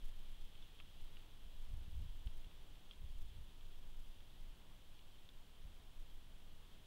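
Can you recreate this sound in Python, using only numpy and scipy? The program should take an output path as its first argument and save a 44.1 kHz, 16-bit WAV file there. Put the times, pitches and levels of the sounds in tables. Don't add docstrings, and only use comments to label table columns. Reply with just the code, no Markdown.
import sys
import numpy as np
from scipy import signal
from scipy.fft import rfft, irfft
from scipy.io import wavfile
from scipy.ndimage import uniform_filter1d

SR = 44100
rng = np.random.default_rng(int(sys.argv[2]) if len(sys.argv) > 2 else 0)


def transcribe(u):
    v = np.clip(np.atleast_2d(u).T, -1, 1)
    q = np.round(v * 32767).astype(np.int16)
    wavfile.write(sys.argv[1], SR, q)


N = 302526
TIME_S = np.arange(N) / SR
MIC_RING_HZ = 3530


def from_db(db):
    return 10 ** (np.asarray(db) / 20)


def unit_rms(x):
    return x / np.sqrt(np.mean(x ** 2) + 1e-20)


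def noise(spectrum):
    points_hz, level_db = np.transpose(spectrum)
    hz = np.maximum(np.arange(N // 2 + 1) * SR / N, 1)
    gain = from_db(np.interp(np.log(hz), np.log(points_hz), level_db))
    roll_off = np.minimum(hz / points_hz[0], 1) ** 2 * np.minimum(points_hz[-1] / hz, 1) ** 2
    return unit_rms(irfft(rfft(rng.standard_normal(N)) * gain * roll_off, N))


def drift(per_s):
    knots = rng.standard_normal(2048)
    return unit_rms(np.interp(TIME_S * per_s, np.arange(len(knots)), knots))


def levelled(x, span_s):
    power = uniform_filter1d(np.abs(signal.hilbert(x)) ** 2, int(span_s * SR))
    return unit_rms(x / np.sqrt(power + 1e-6))


def resonance(x, hz, width_hz):
    radius = np.exp(-np.pi * width_hz / SR)
    feedforward = np.array([1, 0, -1]) * (1 - radius ** 2) / 2
    feedback = [1, -2 * radius * np.cos(2 * np.pi * hz / SR), radius ** 2]
    return signal.lfilter(feedforward, feedback, x + 1e-18)


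# (frequency [Hz], relative level [dB])
CIRCUIT_HISS_EQ = [(100, -0.5), (4000, 0.5), (8000, -0.8), (12000, -2.5), (16000, -3.5)]
# (frequency [Hz], rms level [dB])
WHINE_TONES = [(13629, -96.2), (15625, -97.5)]


def electronics(hiss_db=-77):
    whine = sum(np.sqrt(2) * from_db(db) * np.sin(2 * np.pi * hz * TIME_S) for hz, db in WHINE_TONES)
    return whine + from_db(hiss_db) * noise(CIRCUIT_HISS_EQ)


# (frequency [Hz], relative level [dB])
FAR_AIR_EQ = [(60, 0.5), (110, 2), (170, 0.5), (260, -4), (370, -6), (540, -9), (950, -10), (1400, -15),
              (2200, -17), (4000, -28), (8000, -37)]


def far_air(level_db=-70):
    return from_db(level_db + 0.56 * drift(per_s=4.3)) * noise(FAR_AIR_EQ)


# (frequency [Hz], relative level [dB])
LEAF_EQ = [(1500, -15.5), (2200, -14), (2700, -6.5), (3000, -3), (3270, -0.5), (3600, -5), (4100, -10.5),
           (5000, -18), (7000, -29.5), (12000, -25.5)]


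def leaves(start_db=-71, rest_db=-73.5, fall_db_per_s=0.54):
    level_db = np.maximum(start_db - fall_db_per_s * TIME_S, rest_db)
    return from_db(level_db + 0.6 * drift(per_s=25)) * noise(LEAF_EQ)


def grass_ticks(per_s=9, impulse_db=-42):
    onsets = rng.random(N) < per_s / SR
    strengths = from_db(impulse_db) * rng.uniform(0.69, 1, N)
    return resonance(onsets * strengths, MIC_RING_HZ, width_hz=1000)


def gust_envelope(start_s, length_s, attack_s=0.07, release_s=0.055):
    rise = np.clip((TIME_S - start_s) / attack_s + 0.5, 0, 1)
    return rise * np.exp(-np.maximum(TIME_S - start_s - length_s, 0) / release_s)


# (frequency [Hz], relative level [dB])
SWAY_EQ = [(9, -1), (14, 6.5), (21, 0.5), (30, -13), (45, -24), (70, -38)]
# (frequency [Hz], relative level [dB])
BUFFET_EQ = [(22, -4), (45, 3), (70, -2), (92, -5.5), (140, -17), (200, -32), (300, -37.5), (600, -51)]
# (start [s], length [s], sway level [dB], buffet level [dB])
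GUST_CUES = [(0.0, 0.46, -44.5, -73), (0.99, 0.11, -47.5, -70), (1.438, 0.95, -45.5, -64.5),
             (1.692, 0.098, -41.5, -50.5), (1.94, 0.1, -56, -45.5), (2.984, 0.43, -46.5, -56),
             (3.62, 0.32, -49.5, -68), (4.342, 0.071, -48, -72.5), (5.622, 0.068, -50, -63),
             (5.988, 0.73, -53.5, -71.5)]


def wind(calm_sway_db=-52, calm_buffet_db=-66, fall_db_per_s=0.44, swell_db=2.5):
    breeze_fade = from_db(-fall_db_per_s * TIME_S)
    sway_gain = breeze_fade * from_db(calm_sway_db)
    buffet_gain = breeze_fade * from_db(calm_buffet_db)
    for start_s, length_s, sway_db, buffet_db in GUST_CUES:
        puff = gust_envelope(start_s, length_s)
        sway_gain = np.hypot(sway_gain, from_db(sway_db) * puff)
        buffet_gain = np.hypot(buffet_gain, from_db(buffet_db) * puff)
    sway = sway_gain * levelled(noise(SWAY_EQ), span_s=0.18)
    buffet = buffet_gain * levelled(noise(BUFFET_EQ), span_s=0.08)
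    swells = from_db(swell_db * drift(per_s=8))
    return sway * swells + buffet


# (frequency [Hz], relative level [dB])
WAKE_EQ = [(60, -1), (130, 0.5), (200, -9.5), (300, -18), (500, -32.5)]
# (time [s], peak level [dB], pitch [Hz])
THUMP_CUES = [(1.473, -47, 26), (1.737, -41, 48), (1.882, -45, 62), (1.997, -40, 52), (2.04, -39.5, 66.4),
              (2.268, -36, 34), (2.467, -46.5, 26.8), (3.045, -44.5, 39), (3.388, -51.5, 73.6),
              (3.857, -59.5, 88.5), (5.656, -47, 42.2)]


def eddy_thumps(wake_db=-20.5, wake_half_width_s=0.027):
    out = np.zeros(N)
    turbulence = levelled(noise(WAKE_EQ), span_s=0.057)
    for time_s, peak_db, hz in THUMP_CUES:
        offset_s = TIME_S - time_s
        phase = 2 * np.pi * hz * offset_s
        swing = -phase * np.exp((1 - phase ** 2) / 2)
        wake = from_db(wake_db) * turbulence * np.exp(-(offset_s / wake_half_width_s) ** 2)
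        out += from_db(peak_db) * (swing + wake)
    return out


# (time [s], pre-EQ level [dB], pitch [Hz], ring T60 [s], relative knock level [dB])
SNAP_CUES = [ (0.553, -55, 3180, 0.018, -18), (0.624, -56.5, 3470, 0.023, -25),
             (0.7898, -54.5, 3260, .024, -14), (0.801, -45, 2620, 0.011, -19),
             (0.807, -56, 3230, .010, -6.5), (1.1698, -49.5, 2860, 0.0084, -18),
             (2.2722, -47, 3100, .008, -17), (2.445, -53.5, 3200, .012, -24), (2.513, -54, 2870, .007, -25),
             (2.911, -45.5, 3250, 0.02, -36), (2.934, -57, 3230, 0.015, -23), (3.492, -57, 3680, .01, -27),
             (3.610, -57, 3350, .014, -24), (4.205, -58, 3300, 0.012, -17), (4.992, -54, 2980, .006, -24),
             (5.29, -46, 3550, 0.0066, -30), ]


def stalk_snaps(splinter_gain=0.24, splinter_s=0.0084, knock_t60_s=0.027, mic_ring_gain=0.66):
    out = np.zeros(N)
    t = np.arange(SR // 10) / SR
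    for time_s, level_db, hz, t60_s, knock_db in SNAP_CUES:
        crack = np.sin(2 * np.pi * hz * t) * from_db(-60 * t / t60_s)
        fibres = unit_rms(resonance(rng.standard_normal(len(t)), hz, width_hz=1250))
        splinters = splinter_gain * fibres * np.exp(-2 * t / splinter_s)
        ground = unit_rms(resonance(rng.standard_normal(len(t)), hz=1250, width_hz=140))
        knock = ground * from_db(knock_db - 60 * t / knock_t60_s)
        start = round(time_s * SR)
        out[start:start + len(t)] += from_db(level_db) * (crack + splinters + knock)
    turf_band = signal.butter(2, (510, 3640), "band", fs=SR, output="sos")
    muffled = signal.sosfilt(turf_band, out)
    return muffled + mic_ring_gain * resonance(muffled, MIC_RING_HZ, width_hz=400)


def scene():
    rumble = wind() + eddy_thumps()
    bed = far_air() + leaves()
    deer = stalk_snaps() + grass_ticks()
    return (rumble + bed + deer + electronics())[None]


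def record(dry, fizz_db=-35, cutoff_hz=15720):
    fizz = from_db(fizz_db) * np.abs(dry) * rng.standard_normal(dry.shape)
    low_pass = signal.ellip(12, 0.1, 70, cutoff_hz, fs=SR, output="sos")
    return signal.sosfilt(low_pass, dry + fizz)


dry = scene()
out = record(dry)
transcribe(out)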